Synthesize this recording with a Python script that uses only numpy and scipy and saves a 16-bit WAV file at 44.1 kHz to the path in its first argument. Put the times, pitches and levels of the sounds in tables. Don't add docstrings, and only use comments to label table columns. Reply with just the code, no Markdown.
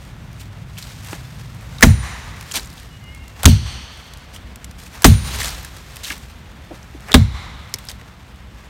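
import sys
import numpy as np
from scipy import signal
from scipy.fft import rfft, irfft
from scipy.io import wavfile

SR = 44100
rng = np.random.default_rng(int(sys.argv[2]) if len(sys.argv) > 2 else 0)


def to_wav(sig):
    pcm = np.clip(np.atleast_2d(sig), -1, 1) * 32767
    pcm = np.round(pcm).astype(np.int16)
    wavfile.write(sys.argv[1], SR, pcm.T)


def makeup_ratio(level_db):
    decades = np.asarray(level_db, float) / 20
    return 10 ** decades


N = 383229

# (t/s, crack level/dB, crack t60/s, knock level/dB, thud level/dB)
BLOWS = [
    (1.8258, 29.5, 0.026, 9.5, 2),
    (3.4549, 24.5, 0.017, 4.5, 19),
    (5.0436, 12, 0.042, 10, 4.5),
    (7.1410, 12.5, 0.041, 12.5, 6.5),
]
# (start t/s, end t/s, hiss level/dB, dull part over hiss/dB)
SHOWERS = [(0, 0.084, -53, -12), (0.384, 0.431, -44.5, -26), (0.771, 0.801, -36.5, -16),
           (0.809, 0.845, -41.5, -17), (1.021, 1.16, -41.5, -6.5), (2.51, 2.51, -29, -20),
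           (2.533, 2.581, -24.5, -10.5), (4.331, 4.37, -43, -22), (4.777, 4.88, -46, -40),
           (4.925, 4.962, -42.5, -12), (5.389, 5.491, -29.5, -17), (6.029, 6.121, -33.5, -23),
           (7.082, 7.122, -46.5, 12), (7.884, 7.903, -34, -16)]
# (t/s, peak level/dB, centre f/Hz, pitch strength/dB)
TWIGS = [(0.77, -29, 2760, 8), (0.777, -21, 3200, 6), (0.789, -25, 2970, -3), (0.8012, -25, 4200, 3),
         (0.8253, -24, 4130, 5.5), (0.8295, -24, 4200, 7), (0.8395, -28, 4000, 3), (1.131, -19.5, 2290, 10),
         (1.783, -32, 3840, 21), (2.5133, -8.5, 3000, -2), (2.517, -14, 6000, -1), (2.5195, -13.5, 7200, 3),
         (2.522, -18, 7000, 2), (2.5404, -15, 4180, 2), (2.5563, 1.5, 4200, -6), (2.568, -1.5, 3300, -1.5),
         (2.572, -5, 3000, -0.5), (2.5748, -6, 4000, -6), (2.585, -13, 1500, 4), (2.595, -15, 4300, 3),
         (2.6309, -24, 5500, 5), (4.644, -10, 7000, -11.5), (5.4008, -17, 4500, -17), (5.405, -11, 1800, 7),
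         (5.414, -6, 3800, -5), (5.417, -7, 1900, 6), (5.43, -12.5, 8900, 5.5), (5.432, -14, 1800, 9),
         (5.44, -9, 4000, -3), (5.4448, -0.5, 3700, -11), (5.4575, -7, 7000, -8), (5.4735, -10, 7500, -9),
         (5.4752, -11, 1780, 5), (5.4845, -20, 2500, -6), (5.4896, -10, 4500, -8),
         (5.647, -7.5, 1580, -3.5), (5.9588, -16, 8270, -13), (6.0402, -18.5, 2800, 2),
         (6.046, -15, 4000, 7), (6.051, -17, 3500, 10), (6.054, -16, 3000, 6), (6.069, -18, 2200, 5),
         (6.083, -17, 3700, 1), (6.1026, -12.5, 2170, 10.5), (6.1227, -18, 2540, 13),
         (6.1267, -17.5, 2400, 10), (6.828, -36, 6100, 11.5), (7.0848, -31, 2460, 16), (7.74, -1, 5670, 1),
         (7.7858, -11.5, 3700, -10), (7.887, -17.5, 5040, 11), (7.9144, -13.5, 3540, -1),
         (8.013, -29, 1760, 15)]
TICK_HZ, TICK_BUMP_DB = 2350, -12
TICK_T60_S, TWIG_T60_S = .013, .022


def rms_one(x):
    return x / np.sqrt(np.mean(x ** 2) + 1e-20)


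def dying(t, t60):
    return (t >= 0) * makeup_ratio(-60 * np.maximum(t, 0) / t60)


def coloured(points, size=N):
    hz, level_db = np.transpose(points)
    f = np.maximum(np.fft.rfftfreq(size, 1 / SR), 1)
    gain = makeup_ratio(np.interp(np.log(f), np.log(hz), level_db, left=-60, right=-60))
    return rms_one(irfft(rfft(rng.standard_normal(size)) * gain, size))


def resonance(x, hz, width):
    r = np.exp(-np.pi * width / SR)
    poles = [1, -2 * r * np.cos(2 * np.pi * hz / SR), r * r]
    return signal.lfilter([(1 - r * r) / 2, 0, (r * r - 1) / 2], poles, x)


def drift(rate):
    knots = np.arange(0, N / SR + 1, 1 / rate)
    return np.interp(np.arange(N) / SR, knots, rng.standard_normal(len(knots)))


def add(out, s, x):
    i = round(s * SR)
    out[i:i + len(x)] += x[:N - i]


def bitten(x, bite):
    out = makeup_ratio(-19.0) * x
    for k, (hz, width, level_db) in enumerate(bite):
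        out = out + (-1) ** k * makeup_ratio(level_db + 5.5) * resonance(x, hz, width)
    return out


def trunk_ring(t):
    # (f/Hz, level/dB, t60/s, direction of first swing)
    trunk_modes = [(42.1, 8.7, 0.119, 1), (54.4, -17.8, 0.764, -1), (64.3, -15.1, 0.96, -1),
                   (72.8, 10.4, 0.185, -1), (77.4, -19.8, 1.0, -1), (88.5, 5.1, 0.183, -1),
                   (95.0, 1.9, 0.331, 1), (105.5, 1.7, 0.298, 1), (115.3, -0.2, 0.235, 1),
                   (129.3, -3.8, 0.326, 1), (144.9, 8.9, 0.138, 1), (155.5, 2.7, 0.211, 1),
                   (187.6, -3.0, 0.146, -1), (215.4, -2.7, 0.242, -1), (231.8, 3.7, 0.127, -1),
                   (257.5, 1.1, 0.113, -1), (295.1, -37.8, 0.652, 1)]
    ring = 0
    for hz, level_db, t60, way in trunk_modes:
        ring = ring + way * makeup_ratio(level_db) * np.sin(2 * np.pi * hz * t) * dying(t, t60)
    return ring * np.minimum(t / 0.037, 1) ** 3.6


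def blows():
    # (f/Hz, width/Hz, level/dB)
    bites = [
        [(1520, 380, 4), (2130, 500, 3), (3920, 780, -5), (5530, 2100, -7.5), (6590, 210, -4)],
        [(990, 1000, 1), (8720, 500, -7), (3500, 800, 1.5), (12000, 2500, -11), (4800, 1500, -1)],
        [(1110, 1030, 5.5), (2240, 150, -16), (3670, 170, -10), (6100, 2200, 0), (8500, 160, 4.5)],
        [(1130, 390, 0), (2145, 270, 0), (3750, 460, 2), (6160, 780, -31), (7000, 400, -17.5)],
    ]
    # (knock f/Hz, knock lag/s, thud f/Hz, thud lag/s, splinter level/dB)
    bodies = [(241, 0.0055, 56, 0.011, 8.5), (245, 0.0197, 80, 0.00068, 1.5),
              (258, 0.00907, 57, 0.0068, 11.5), (254, 0.00397, 66, 0.00774, 8)]
    # (f/Hz, width/Hz, t60/s)
    splinters = [(340, 290, 0.063), (445, 290, 0.057), (376, 187, 0.053), (382, 160, 0.066)]
    thud_decays = [0.098, 0.082, 0.15, 0.13]
    knock_decays = [0.056, 0.047, 0.044, 0.055]
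    # (t/s, level/dB)
    trunk_swings = [(1.8303, 1.5), (3.4535, .5), (5.0426, 3), (7.1396, -.5)]
    # (t/s, f/Hz, level/dB, rise/s)
    early_push = (3.4443, 70, -5, .011)

    out, t = np.zeros(N), np.arange(SR) / SR
    short = t[:SR // 4]
    trunk = trunk_ring(t)
    for k, (s, crack_db, crack_t60, knock_db, thud_db) in enumerate(BLOWS):
        crack_noise, splinter_noise = rng.standard_normal((2, SR // 4))
        knock_hz, knock_lag, thud_hz, thud_lag, splinter_db = bodies[k]
        splinter_hz, splinter_width, splinter_t60 = splinters[k]

        crack = crack_noise * dying(short, crack_t60) * np.minimum(short / .0007, 1)
        add(out, s, makeup_ratio(crack_db) * bitten(crack, bites[k]))

        splinter = resonance(splinter_noise * dying(short, splinter_t60), splinter_hz, splinter_width)
        add(out, s + .004, makeup_ratio(splinter_db + 12.5) * splinter)

        knock = np.sin(2 * np.pi * knock_hz * short) * dying(short, knock_decays[k])
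        add(out, s + knock_lag, makeup_ratio(knock_db) * knock * np.minimum(short / 0.0037, 1))

        thud = np.sin(2 * np.pi * thud_hz * short) * dying(short, thud_decays[k])
        add(out, s + thud_lag, makeup_ratio(thud_db) * thud * np.minimum(short / 0.005, 1) ** 2)

        swing_s, swing_db = trunk_swings[k]
        add(out, swing_s, makeup_ratio(swing_db) * trunk)

    s, hz, level_db, rise = early_push
    push = np.sin(2 * np.pi * hz * t) * np.minimum(t / rise, 1) * dying(np.maximum(t - rise, 0), .025)
    add(out, s, -makeup_ratio(level_db) * push)
    return out


def steel():
    # (t/s, then level/dB of each mode)
    steel_hits = [
        (1.895, -35.5, -56, -58),
        (3.48, -48, -49, -36),
        (5.062, -30, -27, -23),
        (7.17, -54, -61, -56),
    ]
    # (f/Hz, t60/s)
    steel_modes = [(9530, 0.9), (8100, 0.1), (12600, 0.14)]
    out, t = np.zeros(N), np.arange(SR) / SR
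    for s, *levels_db in steel_hits:
        for (hz, t60), level_db in zip(steel_modes, levels_db):
            pair = np.sin(2 * np.pi * hz * t) + 0.25 * np.sin(2 * np.pi * (hz + 17) * t)
            add(out, s, makeup_ratio(level_db) * pair * dying(t, t60) * np.minimum(t / 0.0027, 1))
    return out * makeup_ratio(3.5 * drift(45))


def snaps(rows, low_hz, high_hz):
    out, t = np.zeros(N), np.arange(4000) / SR
    for s, peak_db, hz, t60, bump_db in rows:
        burst = rng.standard_normal(len(t)) * dying(t, t60)
        burst[0] += 1.8
        bump = resonance(burst * dying(t, 0.29), hz, 0.18 * hz)
        add(out, s, makeup_ratio(peak_db - 16.5) * (burst + makeup_ratio(bump_db + 13.0) * bump))
    return signal.sosfilt(signal.butter(2, [low_hz, high_hz], "band", fs=SR, output="sos"), out)


def grazes():
    # (t/s, peak level/dB, centre f/Hz, t60/s, bump level/dB)
    bark_grazes = [(1.8085, -4, 1520, 0.018, -2), (1.82, -5, 1710, .03, -2), (3.4324, 5, 1700, 0.012, -6),
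                   (3.4362, -3, 2300, 0.014, 0), (3.4440, 1.5, 1420, 0.0093, 2), (5.021, -3, 900, 0.022, 0),
                   (5.0326, -7, 1500, 0.02, -5), (7.1130, -20.5, 600, 0.024, 15),
                   (7.1180, -8.5, 7200, 0.0077, 1.5), (7.1185, -6.5, 3670, 0.009, 11.5),
                   (7.1297, -7, 3600, 0.0083, 5.5)]
    return snaps(bark_grazes, low_hz=400, high_hz=14000)


def tearing():
    # (length/s, level/dB)
    tears = [
        (0.088, -37),
        (.095, -38),
        (.095, -30),
        (.085, -41),
    ]
    # (f/Hz, level/dB per Hz)
    tear_colour = [(500, 1), (2000, 3), (4000, 2), (8000, -8), (12000, -9), (16000, -16)]
    t, gain = np.arange(N) / SR, 0
    for (s, *_), (length, level_db) in zip(BLOWS, tears):
        fade = makeup_ratio(level_db - 9 * (t - s) / length * (t < s + length))
        gain = gain + fade * (t > s) * dying(np.maximum(t - s - length, 0), .05)
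    return gain * makeup_ratio(3.0 * drift(120)) * coloured(tear_colour)


def wood_echo():
    # (f/Hz, near trees level/dB, near t60/s, far edge level/dB, far t60/s)
    wood_bands = [(413, 9.5, 0.25, -23.5, 3.4), (927, -0.5, 0.39, -11, 2.53), (1870, 5, 0.4, -10, 2.22),
                  (4200, 2, 0.44, -17, 1.63), (7500, 8, 0.26, -16, 0.89), (14000, 14, 0.16, -36.5, .7)]
    front_s, far_edge_s = .203, .25
    t, near, far = np.arange(round(1.5 * SR)) / SR, 0, 0
    arrival = np.where(t < front_s, .55 * (t / front_s) ** 2, 1)
    for hz, near_db, near_t60, far_db, far_t60 in wood_bands:
        band = resonance(resonance(rng.standard_normal(len(t)), hz, hz), hz, hz) / np.sqrt(hz / 1000)
        near = near + band * makeup_ratio(near_db) * dying(t - .006, near_t60)
        far = far + band * makeup_ratio(far_db) * arrival * dying(np.maximum(t - far_edge_s, 0), far_t60)
    return near, far


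def banded(x, bands):
    f, power = np.fft.rfftfreq(len(x), 1 / SR), 1
    for hz, width, lift_db in bands:
        power = power + makeup_ratio(2 * lift_db) / (1 + np.abs(2 * (f - hz) / width) ** 3)
    return irfft(rfft(x) * np.sqrt(power), len(x))


def echoes():
    # (near trees level/dB, far edge level/dB)
    echo_levels = [
        (-17.5, -15),
        (-20, -19.5),
        (-15.5, -18),
        (-28.5, -25),
    ]
    # (f/Hz, width/Hz, level over the broad echo/dB)
    echo_bands = [
        [(955, 1300, -1.5), (1870, 430, 4), (3930, 470, 4.5), (5970, 480, 6), (7000, 600, 4.5)],
        [(3300, 680, 11.5), (4400, 500, 14.5), (6000, 770, 12), (8450, 450, 8.5), (11900, 400, 4)],
        [(1300, 600, -5), (2000, 600, -14), (3900, 920, 7), (6370, 1000, 5.5), (12700, 250, 13)],
        [(1100, 970, 9.5), (2090, 310, 10.5), (3800, 740, 16), (5640, 1200, 6.5), (7200, 800, 5)],
    ]
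    out, (near, far) = np.zeros(N), wood_echo()
    for (s, *_), (near_db, far_db), bands in zip(BLOWS, echo_levels, echo_bands):
        add(out, s, banded(makeup_ratio(near_db) * near + makeup_ratio(far_db) * far, bands))
    return out


def ticks():
    # (t/s, peak level/dB)
    bark_ticks = [(0.05, -24), (0.33, -21.5), (0.7847, -9), (1.047, -14), (1.5469, -23), (1.61, -21.5),
                  (1.671, -29), (2.4107, -11.5), (2.427, -13.5), (2.799, -15), (3.04, -22), (3.148, -16.5),
                  (3.28, -14.5), (4.1365, -12.5), (4.1729, -19), (4.344, -21), (4.5586, -11.5),
                  (4.7116, -14.5), (4.784, -21), (4.8643, -21), (4.9382, -26), (5.5844, -26), (5.6294, -11),
                  (5.709, -26), (5.7661, -13), (5.968, -8), (6.179, -13.5), (7.0057, -22), (7.759, -17),
                  (8.3587, -28)]
    return [(s, peak_db, TICK_HZ, TICK_T60_S, TICK_BUMP_DB) for s, peak_db in bark_ticks]


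def twigs():
    return [(s, peak_db, hz, TWIG_T60_S, bump_db) for s, peak_db, hz, bump_db in TWIGS]


def landings():
    gap_s, rows = .014, []
    for start, end, hiss_db, dull_db in SHOWERS:
        if dull_db >= 0:
            continue
        jitter, size, pitch = rng.standard_normal((3, 12))
        times = start + gap_s * (np.arange(12) + .25 * jitter)
        for s, strength, tune in zip(times, size, pitch):
            free = min(abs(s - twig[0]) for twig in TWIGS) > gap_s
            if start <= s < end and free:
                rows.append((s, hiss_db + 17 + 3.5 * strength, 2600 * 1.25 ** tune, TWIG_T60_S, 0))
    return rows


def strays():
    rows = []
    for s, *_ in BLOWS:
        for delay in rng.exponential(.6, 14):
            if s + .3 + delay < N / SR - .1:
                rows.append((s + 0.35 + delay, -44, TICK_HZ, TICK_T60_S, TICK_BUMP_DB))
    return rows


def crumbs():
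    # (t/s, peak level/dB, centre f/Hz, pitch strength/dB)
    more_crumbs = [(0.826, -13, 4100, -2), (0.87, -23, 6000, -3), (0.9, -22, 4500, 0),
                   (1.1, -22, 5000, -3.5), (1.13, -20, 1500, 11), (1.15, -24, 5000, -3),
                   (2.606, -18, 9000, -6), (2.648, -22, 7000, -4.5), (2.658, -22, 8000, -4),
                   (2.672, -19, 6000, -4), (2.7014, -18, 4500, -5), (2.7288, -23, 5000, -5),
                   (2.738, -23.5, 9000, -9), (2.7792, -23, 3490, -2), (2.8316, -24, 1730, 0),
                   (3.975, -41, 9000, 11), (4.183, -28.5, 3000, -3), (5.36, -19, 9500, 1),
                   (5.505, -12, 6000, -4.5), (5.53, -19.5, 8000, -4), (5.9578, -22, 12000, -3),
                   (6.1673, -26, 1730, 8), (6.033, -21, 4000, 3), (6.036, -21, 9000, -5),
                   (7.0848, -18, 2400, 3), (7.695, -36, 8000, -0.5), (7.724, -31, 5000, -3),
                   (7.741, -11, 2200, -2), (7.7405, -10, 7500, -2), (7.889, -20, 1800, 5),
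                   (7.852, -26, 11000, 0), (7.87, -21, 4000, -0.5)]
    rows = [(s, peak_db, hz, TICK_T60_S, bump_db) for s, peak_db, hz, bump_db in more_crumbs]
    return snaps(rows, low_hz=1300, high_hz=15000)


def thumps():
    # (t/s, peak level/dB, f/Hz, t60/s)
    footfalls = [(1.128, -24, 270, 0.023), (1.13, -23.5, 820, 0.05), (1.1288, -26.5, 1700, 0.049),
                 (3.433, -19, 650, 0.04), (7.112, -25, 410, .05), (2.559, -29.5, 256, 0.21),
                 (6.102, -32, 280, 0.16), (6.1035, -17.5, 1630, 0.039), (5.299, -35.5, 290, 0.99),
                 (6.708, -26, 305, 0.1), (6.712, -28.5, 570, 0.11), (6.946, -29.5, 260, 0.046),
                 (7.739, -32, 360, 0.052), (8.019, -37, 470, 0.045)]
    out, t = np.zeros(N), np.arange(8000) / SR
    for s, peak_db, hz, t60 in footfalls:
        burst = rng.standard_normal(len(t)) * dying(t, t60)
        dull = resonance(resonance(burst, hz, 0.49 * hz), hz, 0.83 * hz)
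        add(out, s, makeup_ratio(peak_db) * dull / np.abs(dull).max())
    return out


def swell(peak_s, rise, fall):
    t = np.arange(N) / SR - peak_s
    return makeup_ratio(-16 * np.maximum(-t / rise, t / fall))


def litter():
    # (peak t/s, rise/s, fall/s, hiss level/dB, dull level/dB)
    shuffles = [
        (0.88, 0.15, 0.4, -47, -48),
        (1.43, 0.79, 0.25, -55, -56),
        (2.6, 0.48, 0.3, -42.5, -55),
        (4.0, 0.14, 0.19, -51.5, -50),
        (5.27, 0.059, 0.46, -37.5, -38),
        (5.45, 0.3, 0.17, -33.5, -34),
        (6.1, 0.14, 0.15, -39.5, -41),
        (6.75, 0.083, 0.11, -53.5, -47),
        (7.88, 0.32, 0.12, -54, -78),
    ]
    # (f/Hz, level/dB per Hz)
    leaf_colour = [(2000, 2.5), (3500, 8), (6000, 4.5), (9500, -0.5), (10500, -7), (12000, -1.5),
                   (15000, -8.5), (16500, -6)]
    chip_colour = [(1500, -3.5), (2500, -1), (6000, -1.5), (9500, -4.5), (10500, -13), (12000, -7),
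                   (15000, -15), (16500, -12)]
    dull_colour = [(400, 4.0), (800, 6.0), (1800, 5.5), (2800, -1.5), (3500, -21.0)]

    t, chips = np.arange(N) / SR, np.zeros(N)
    hiss, dull = makeup_ratio(-56.5) + chips, makeup_ratio(-52.5) + chips
    windups = [(s, .19, .05, -47, -39) for s, *_ in BLOWS]
    for peak_s, rise, fall, hiss_db, dull_db in shuffles + windups:
        stir = swell(peak_s, rise, fall)
        hiss += makeup_ratio(hiss_db) * stir
        dull += makeup_ratio(dull_db - 5.0) * stir
    for start, end, hiss_db, dull_db in SHOWERS:
        shower = np.clip((t - start) / 0.013, 0, 1) * dying(np.maximum(t - end, 0), .06)
        chips += makeup_ratio(hiss_db) * shower
        dull += makeup_ratio(hiss_db + dull_db) * shower

    born = rng.random(N) < 250 / SR
    sizes = makeup_ratio(1.5 * np.minimum(rng.exponential(1, N), 4))
    crackle = signal.lfilter([1], [1, -.99], born * sizes + 1e-18)
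    grain = rms_one((2.9 + crackle) * makeup_ratio(-2.0 * drift(40)))
    patter = rms_one(1.1 + crackle)
    leaves = hiss * coloured(leaf_colour) + dull * coloured(dull_colour)
    return patter * chips * coloured(chip_colour) + grain * leaves


def bird():
    # (start t/s, length/s, first f/Hz, last f/Hz, level/dB)
    whistles = [
        (2.89, .11, 2905, 2915, -49),
        (3.01, .1, 2895, 2905, -47),
        (3.07, .08, 2915, 2945, -53),
        (2.995, .11, 2045, 2150, -50),
        (3.07, .17, 2145, 2145, -49),
        (3.2, .12, 2130, 2140, -56),
        (3.13, .14, 2730, 2800, -54),
        (3.22, .14, 2780, 2730, -55),
        (3.31, .13, 2745, 2780, -55),
    ]
    out, wobble = np.zeros(N), 16 * drift(40)
    for s, length, first_hz, last_hz, level_db in whistles:
        part = np.linspace(0, 1, round(length * SR))
        hz = first_hz + (last_hz - first_hz) * part + wobble[round(s * SR):][:len(part)]
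        tone = np.sin(2 * np.pi * np.cumsum(hz) / SR)
        add(out, s, makeup_ratio(level_db + 2.5) * np.abs(np.sin(np.pi * part)) ** .8 * tone)
    return out * makeup_ratio(2.5 * drift(31.0))


def background():
    # (level/dB, t60/s)
    shakes = [
        (1, 1.06),
        (5.5, 0.77),
        (7, 1.25),
        (5.5, 0.72),
    ]
    # (t/s, level/dB)
    rumble_path = [(0, -1.5), (1.2, -0.5), (2.9, -0.5), (4, -3), (4.8, 1), (5.8, -1.5), (6.8, 0.5),
                   (7.7, -2.5), (8.69, -1.5)]
    drone_path = [(0, -40), (.5, -36.5), (1.8, -37), (2.8, -43), (4.5, -54), (6.6, -51.5), (8.0, -44),
                  (8.69, -54.5)]
    # (f/Hz, level/dB per Hz)
    rumble_colour = [(12, -66), (20, -38), (39, -8), (59, 2.5), (129, -13), (156, -11.5), (189, -12.5),
                     (315, -21.5), (400, -26), (520, -82), (880, -120)]
    drone_colour = [(70, -29), (100, 1.5), (140, -2.5), (200, -12), (280, -28), (400, -36)]
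    air_colour = [(180, 0), (300, -6), (455, 4.5), (1640, 1), (3460, -3), (4910, -13.5), (8790, -24),
                  (10400, -34), (12500, -29), (16500, -29)]

    t, shake = np.arange(N) / SR, 0
    for (s, *_), (shake_db, t60) in zip(BLOWS, shakes):
        shake = shake + makeup_ratio(shake_db) * dying(t - s, t60)
    rumble = makeup_ratio(-38.5 + np.interp(t, *np.transpose(rumble_path))) + makeup_ratio(-31) * shake
    rumble = rumble * makeup_ratio(1.54 * drift(8.7) + 0.36 * drift(2.9)) * coloured(rumble_colour)
    drone = makeup_ratio(np.interp(t, *np.transpose(drone_path))) + makeup_ratio(-32.5) * shake
    drone = drone * makeup_ratio(1.7 * drift(4.6)) * coloured(drone_colour)
    air = makeup_ratio(-50 + 1.3 * drift(5.5)) * coloured(air_colour)
    return rumble + drone + air


def scene():
    axe = blows() + steel() + grazes() + tearing() + echoes()
    debris = snaps(ticks() + twigs() + landings() + strays(), low_hz=1250, high_hz=12800) + crumbs()
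    ground = debris + thumps() + litter()
    return (axe + ground + bird() + background())[None]


def low_pass(x):
    return signal.sosfilt(signal.butter(12, 15800, fs=SR, output="sos"), x)


def record(dry):
    rolloff = signal.butter(10, 16700, fs=SR, output="sos")
    mix = signal.sosfilt(rolloff, np.clip(dry, -1, 1))
    return low_pass(mix)


dry = scene()
out = record(dry)
to_wav(out)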